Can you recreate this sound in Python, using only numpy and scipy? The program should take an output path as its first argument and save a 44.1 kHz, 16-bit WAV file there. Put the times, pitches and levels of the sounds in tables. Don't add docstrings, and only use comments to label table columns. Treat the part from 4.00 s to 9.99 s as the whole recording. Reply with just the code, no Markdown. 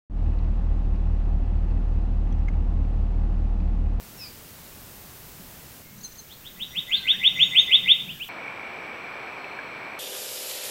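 import sys
import numpy as np
from scipy import signal
from scipy.fft import rfft, irfft, next_fast_len
from scipy.io import wavfile

SR = 44100
rng = np.random.default_rng(int(sys.argv[2]) if len(sys.argv) > 2 else 0)


def unload_audio(sound):
    columns = np.transpose(np.atleast_2d(sound))
    steps = np.round(np.clip(columns, -1, 1) * 32767)
    wavfile.write(sys.argv[1], SR, steps.astype(np.int16))


N = 264159

LOW_HZ, KNEE_HZ, TOP_HZ = 1915, 2826, 3975


def from_db(db):
    return 10 ** (np.asarray(db) / 20)


def rms_one(x):
    return x / np.sqrt(np.mean(x ** 2) + 1e-20)


def clock():
    return np.arange(N) / SR


def level(rows):
    return from_db(np.interp(clock(), *np.transpose(rows)))


def noise(spectrum):
    hz, db = np.transpose(spectrum)
    size = next_fast_len(N)
    bins = np.maximum(np.fft.rfftfreq(size, 1 / SR), 1)
    gain = from_db(np.interp(np.log(bins), np.log(hz), db))
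    shaped = irfft(rfft(rng.standard_normal(size)) * gain, size)
    return rms_one(shaped[:N])


def band_noise(low_hz, high_hz, order):
    band = signal.butter(order, [low_hz, high_hz], "band", fs=SR, output="sos")
    return rms_one(signal.sosfilt(band, rng.standard_normal(N)))


def drift(rate):
    pole = np.exp(-2 * np.pi * rate / SR)
    slow = signal.lfilter([1], [1, -2 * pole, pole * pole], rng.standard_normal(N + SR))
    return rms_one(slow[SR:])


def swell(attack_s, release_s, edge_db, count=41):
    reach = np.linspace(-1, 1, count)
    return reach * np.where(reach < 0, attack_s, release_s), edge_db * reach ** 2


def syrinx(s, hz, db, partials=((1, 0),), waver=0.0073, waver_s=0.0013):
    t, out = clock(), np.zeros(N)
    on = (t >= s[0]) & (t <= s[-1])
    knots = np.arange(s[0], s[-1] + waver_s, waver_s)
    tremble = np.interp(t[on], knots, rng.standard_normal(len(knots)))
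    pitch = np.interp(t[on], s, hz) * (1 + waver * tremble)
    phase = 2 * np.pi * np.cumsum(pitch) / SR
    tone = sum(from_db(partial_db) * np.sin(round(k) * phase) for k, partial_db in partials)
    gain = np.sqrt(2) * from_db(np.interp(t[on], s, db))
    out[on] = gain * tone * signal.windows.tukey(on.sum(), .1)
    return out


def forest(x, wet_db, t60_s=0.45, first_s=0.0055, grain_db=2.7):
    # delay t/s, level/dB
    near_echoes = [(.0043, -13), (.0125, -14.5)]
    t = np.arange(SR) / SR
    trunks = rng.standard_normal(SR) * from_db(grain_db * drift(150)[:SR])
    onset = np.clip(t / first_s - .5, 0, 1)
    scatter = trunks * from_db(-60 * t / t60_s) * onset
    response = from_db(wet_db) * scatter / np.sqrt(np.sum(scatter ** 2))
    for delay, db in near_echoes:
        response[int(delay * SR)] += from_db(db)
    return signal.fftconvolve(x, response)[:N]


def first_air(air_db=-46.5):
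    # f/Hz, relative level per Hz/dB
    air_spectrum = [(12, -36), (20, -1.5), (129, -1), (271, -5.5), (301, -7.5), (344, -8), (744, -11.5),
                    (827, -11.5), (1230, -13.5), (3480, -16.5), (4780, -17), (11500, -17.5), (15000, -51),
                    (22000, -120)]
    return from_db(air_db) * noise(air_spectrum)


def hiss(hiss_db=-0.3):
    # t/s, level/dB
    hiss_levels = [(0.0, -50.5), (1.42, -49.5), (2.07, -52.5), (2.57, -50), (3.07, -53.5), (3.96, -53.5),
                   (4.25, -49)]
    return from_db(hiss_db) * level(hiss_levels) * band_noise(12150, 16000, order=12)


def falling_call(wet_db=-9, rough_db=-22, rough_hz=350, echo_s=.036, echo_db=-8, edge_db=-22):
    # multiple, level/dB
    call_partials = [(2, -13), (3, -25), (4, -3.5)]
    start_s, attack_s, release_s = .168, 0.062, 0.063
    from_hz, fall_hz_per_s, fundamental_db = 1403, 2300, -37.5
    age, shape_db = swell(attack_s, release_s, edge_db)
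    s = start_s + attack_s + age
    hz = from_hz - fall_hz_per_s * (s - start_s)
    fray = from_db(np.interp(clock(), [s[0], s[-1]], [rough_db, 0]))
    call = syrinx(s, hz, fundamental_db + shape_db, call_partials, waver=0.015)
    call = call * (1 + fray * drift(rough_hz))
    echo = from_db(echo_db) * np.interp(clock() - echo_s, clock(), call)
    return call + echo + forest(call, wet_db)


def knocks(rough=0.26, attack_s=0.0012):
    # t/s, level/dB before attack and roughness, f/Hz, decay by 60 dB t/s
    wood_knocks = [(.513, -39, 102, .1), (1.397, -36, 187, 0.11), (5.442, -29.5, 2590, 0.042),
                   (5.589, -22.5, 1650, 0.03)]
    out = np.zeros(N)
    for at, db, hz, t60 in wood_knocks:
        age = np.maximum(clock() - at, 0)
        decay = from_db(db - np.minimum(60 * age / t60, 200))
        attack = np.minimum(age / attack_s, 1)
        out += decay * attack * np.sin(2 * np.pi * hz * age) * (1 + rough * drift(hz / 5))
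    return out


def whistles(wet_db=-6.0, edge_db=-19, peak_share=.62, tremble=0.0051, tremble_per_octave=0.12):
    # start t/s, length t/s, start f/Hz, end f/Hz, level/dB
    plain_whistles = [(1.79, 0.17, 2093, 2194, -59), (2.31, 0.043, 3700, 4570, -52.5),
                      (2.647, .11, 5770, 5750, -57), (2.885, 0.032, 6770, 6760, -52),
                      (2.876, .26, 1646, 1502, -50.5), (2.956, 0.041, 4600, 3700, -34.5),
                      (2.965, .024, 3756, 4400, -35), (3.07, 0.12, 5900, 5700, -57),
                      (3.113, .059, 1473, 1938, -42), (3.173, 0.38, 5810, 5620, -54),
                      (3.333, .066, 6850, 6500, -53.5), (3.36, .18, 6850, 6620, -50),
                      (3.436, 0.22, 8500, 7900, -58.5), (3.583, .048, 6400, 6480, -40),
                      (4.14, 0.048, 1844, 1534, -55)]
    from_peak, shape_db = swell(peak_share, 1 - peak_share, edge_db)
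    share = peak_share + from_peak
    notes = 0
    for at, length, from_hz, to_hz, db in plain_whistles:
        hz = from_hz + (to_hz - from_hz) * share
        waver = tremble + tremble_per_octave * abs(np.log2(to_hz / from_hz))
        notes = notes + syrinx(at + length * share, hz, db + shape_db, waver=waver)
    return notes + forest(notes, wet_db)


def calm_air(air_db=-50.5):
    # f/Hz, relative level per Hz/dB
    calm_spectrum = [(20, 0), (70, -4), (150, -2.5), (280, -8.5), (600, -17), (1500, -15.5), (4000, -18.5),
                     (7000, -17), (12000, -21), (13000, -66)]
    return from_db(air_db) * noise(calm_spectrum)


def noise_bed(peak_s=3.7, peak_db=-47, rise_db_per_s=7, fall_db_per_s=15):
    # f/Hz, relative level per Hz/dB
    bed_spectrum = [(20, -12), (70, 4), (130, 1.5), (280, 0.5), (470, 0.5), (700, -2), (1300, -5.5),
                    (2500, -6.5), (4600, -11), (8000, -18), (16000, -39)]
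    t = clock()
    below_peak_db = np.maximum(rise_db_per_s * (peak_s - t), fall_db_per_s * (t - peak_s))
    return from_db(peak_db - below_peak_db) * noise(bed_spectrum)


def rumbles(low_hz=134, high_hz=205, edge_db=-19):
    # middle t/s, length t/s, level/dB
    rumble_swells = [(1.977, 0.25, -47), (2.612, 0.3, -50.5), (2.79, 0.077, -46), (2.967, .16, -50.5),
                     (3.18, 0.21, -49.5), (3.44, .5, -46), (3.864, 0.32, -48), (4.075, 0.23, -44)]
    gain = 0
    for at, length, db in rumble_swells:
        age, shape_db = swell(length / 2, length / 2, edge_db)
        gain = gain + np.interp(clock(), at + age, from_db(db + shape_db), left=0, right=0)
    return gain * band_noise(low_hz, high_hz, order=2)


def chips(wet_db=-13, flick_s=0.007, flick_low_hz=1850, flick_high_hz=2300, flick_edge_db=-8, edge_db=-23):
    # multiple, level/dB
    throat_partials = [(2, -7), (3, -0.5), (4, -26), (5, -23)]
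    # t/s, level/dB, pitch factor, length factor
    scoop_notes = [(2.055, -34.5, 1.0, 0.93), (2.196, -42.5, 1.015, .85)]
    # t/s, level/dB
    flick_notes = [(1.985, -49), (2.013, -47), (2.125, -48), (2.159, -50)]
    lowest_hz, scoop_hz_per_s2, attack_s, release_s = 2050, 480000, .03, .02
    s, shape_db = swell(attack_s, release_s, edge_db)
    hz = lowest_hz + scoop_hz_per_s2 * s ** 2
    notes = 0
    for at, db, pitch, length in scoop_notes:
        notes = notes + syrinx(at + s * length, hz * pitch, db + shape_db, throat_partials)
    span = np.array([-1, 0, 1])
    rise = np.linspace(flick_low_hz, flick_high_hz, len(span))
    for at, db in flick_notes:
        notes = notes + syrinx(at + flick_s * span, rise, db + flick_edge_db * abs(span), throat_partials)
    return notes + forest(notes, wet_db)


def trill_note(stretch, edge_db=-30, count=120):
    curl_s, arch_s = .0175, 0.028
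    lead_s, attack_s, hold_s, release_s = .05, 0.0077, 0.029, 0.025
    knee_db, db_per_octave = -12.5, 25.5
    muted_db, open_before_knee_s, opening_s = -7.5, 0.0078, .003
    s = np.linspace(-lead_s, hold_s + release_s, count)
    below = s < 0
    curl = LOW_HZ + (KNEE_HZ - LOW_HZ) * np.exp(s / curl_s)
    arch = TOP_HZ - (TOP_HZ - KNEE_HZ) * np.exp(-s / arch_s)
    hz = np.where(below, curl, arch)
    voice_db = knee_db + db_per_octave * np.log2(hz / KNEE_HZ)
    lead_in = np.clip((-s - open_before_knee_s) / opening_s, 0, 1)
    attack = np.maximum(1 - (s + lead_s) / attack_s, 0)
    release = np.maximum((s - hold_s) / release_s, 0)
    db = voice_db + muted_db * lead_in + edge_db * (attack + release) ** 2
    return s * np.where(below, 1, stretch), hz, db


def trill(glide_hz_per_s=32000, beam_db=20.5, beam_hz=3500, turned_away_db=7.5, lazy_db=20,
          straightest=0.77, waver=0.0058, wet_db=-7.5):
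    # knee t/s, level/dB before the voice's own gain with pitch
    upsweeps = [(2.295, -44.5), (2.445, -38.5), (2.602, -26.5), (2.762, -20.5), (2.921, -14),
                (3.082, -10.8), (3.243, -9), (3.401, -8.5), (3.561, -7), (3.721, -7), (3.886, -7)]
    full_voice_db, shortest_share = -8, 0.79
    lazy_below_db, straighten_per_db = -16, .05
    direct, spread = 0, 0
    for at, note_db in upsweeps:
        effort = from_db(note_db - full_voice_db)
        straight = np.clip((lazy_below_db - note_db) * straighten_per_db, 0, straightest)
        age, hz, db = trill_note(shortest_share + (1 - shortest_share) * effort)
        glide = np.clip(KNEE_HZ + glide_hz_per_s * age, LOW_HZ, TOP_HZ)
        pitch = hz + straight * (glide - hz)
        octaves_down = np.log2(beam_hz / pitch)
        loudness = db + note_db - lazy_db * straight * octaves_down
        direct = direct + syrinx(at + age, pitch, loudness, waver=waver)
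        spill_db = beam_db * octaves_down + turned_away_db * straight
        spread = spread + syrinx(at + age, pitch, loudness + spill_db, waver=waver)
    return direct + forest(spread, wet_db)


def closing_notes(edge_db=-24, waver=.008, wet_db=-6):
    attack_s, release_s = .029, .032
    age, shape_db = swell(attack_s, release_s, edge_db)
    hz = np.geomspace(2130, 3900, len(age))
    notes = 0
    for start_s, db in [(4.073, -33.5), (4.191, -31)]:
        notes = notes + syrinx(start_s + attack_s + age, hz, db + shape_db, waver=waver)
    return notes + forest(notes, wet_db)


def rush(rush_db=-39):
    # f/Hz, relative level per Hz/dB
    rush_spectrum = [(20, -24), (60, -14), (130, -7), (300, -3), (750, 0), (1300, -1.5), (1950, -4),
                     (2600, -4.5), (2850, -11), (3800, -18), (5000, -25), (5800, -25.5), (6600, -38.5),
                     (16000, -37.5)]
    return from_db(rush_db) * noise(rush_spectrum)


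def frogs(chorus_db=2.5, pulse_sharpness=0.81, scatter_hz=16, haze_db=-9):
    # t/s, level/dB
    chorus_levels = [(4.32, -45), (4.338, -46.5), (4.48, -39), (4.522, -43), (5.73, -45), (5.794, -42.5),
                     (5.98, -46)]
    # mean pitch f/Hz, mean pulse rate f/Hz, relative level/dB
    frog_voices = [(2333, 47.5, -4), (2265, 58, 1.5), (2378, 61, -4), (2374, 55, 3.5), (2220, 33, 0.5)]
    voices = 0
    for hz, rate, db in frog_voices:
        beat = np.cumsum(rate * (1 + 0.0398 * drift(2.76))) / SR
        pulses = np.exp(pulse_sharpness * (np.cos(2 * np.pi * beat) - 1))
        phase = 2 * np.pi * np.cumsum(hz + scatter_hz * drift(29.78)) / SR
        voices = voices + from_db(db) * pulses * np.sin(phase)
    haze = from_db(haze_db) * band_noise(2160, 2610, order=2)
    return level(chorus_levels) * from_db(chorus_db) * rms_one(rms_one(voices) + haze)


def insect(low_hz=4130, high_hz=4310, flutter_db=2.5):
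    # t/s, level/dB
    insect_levels = [(4.29, -60), (4.45, -69), (4.9, -69), (5.1, -64), (5.55, -59), (5.7, -61.5),
                     (5.99, -64)]
    flutter = from_db(flutter_db * drift(30))
    return level(insect_levels) * rms_one(flutter * band_noise(low_hz, high_hz, order=2))


def whine(frame_hz=59.742, whine_hz=7796, whine_db=-69.5, tick_hz=5760, tick_db=-57.5, tick_s=0.0011):
    age = clock() % (1 / frame_hz)
    tone = from_db(whine_db) * np.sqrt(2) * np.sin(2 * np.pi * whine_hz * age)
    tick_shape = np.exp(-((age - .5 / frame_hz) / tick_s) ** 2)
    tick = from_db(tick_db) * tick_shape * np.sin(2 * np.pi * tick_hz * age)
    return tone + tick


def scene(second_shot_s=1.82, night_s=4.289, cut_fade_s=.002):
    t = clock()
    first = first_air() + falling_call()
    birds = whistles() + chips() + trill() + closing_notes()
    second = calm_air() + noise_bed() + rumbles() + birds
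    day = np.where(t < second_shot_s, first, second) + hiss()
    night = rush() + frogs() + insect() + whine()
    dark = np.clip((t - night_s) / cut_fade_s + .5, 0, 1)
    return ((1 - dark) * day + dark * night + knocks())[None]


def record(dry, cutoff_hz=15800):
    return signal.sosfilt(signal.ellip(12, .1, 80, cutoff_hz, fs=SR, output="sos"), dry)


dry = scene()
out = record(dry)
unload_audio(out)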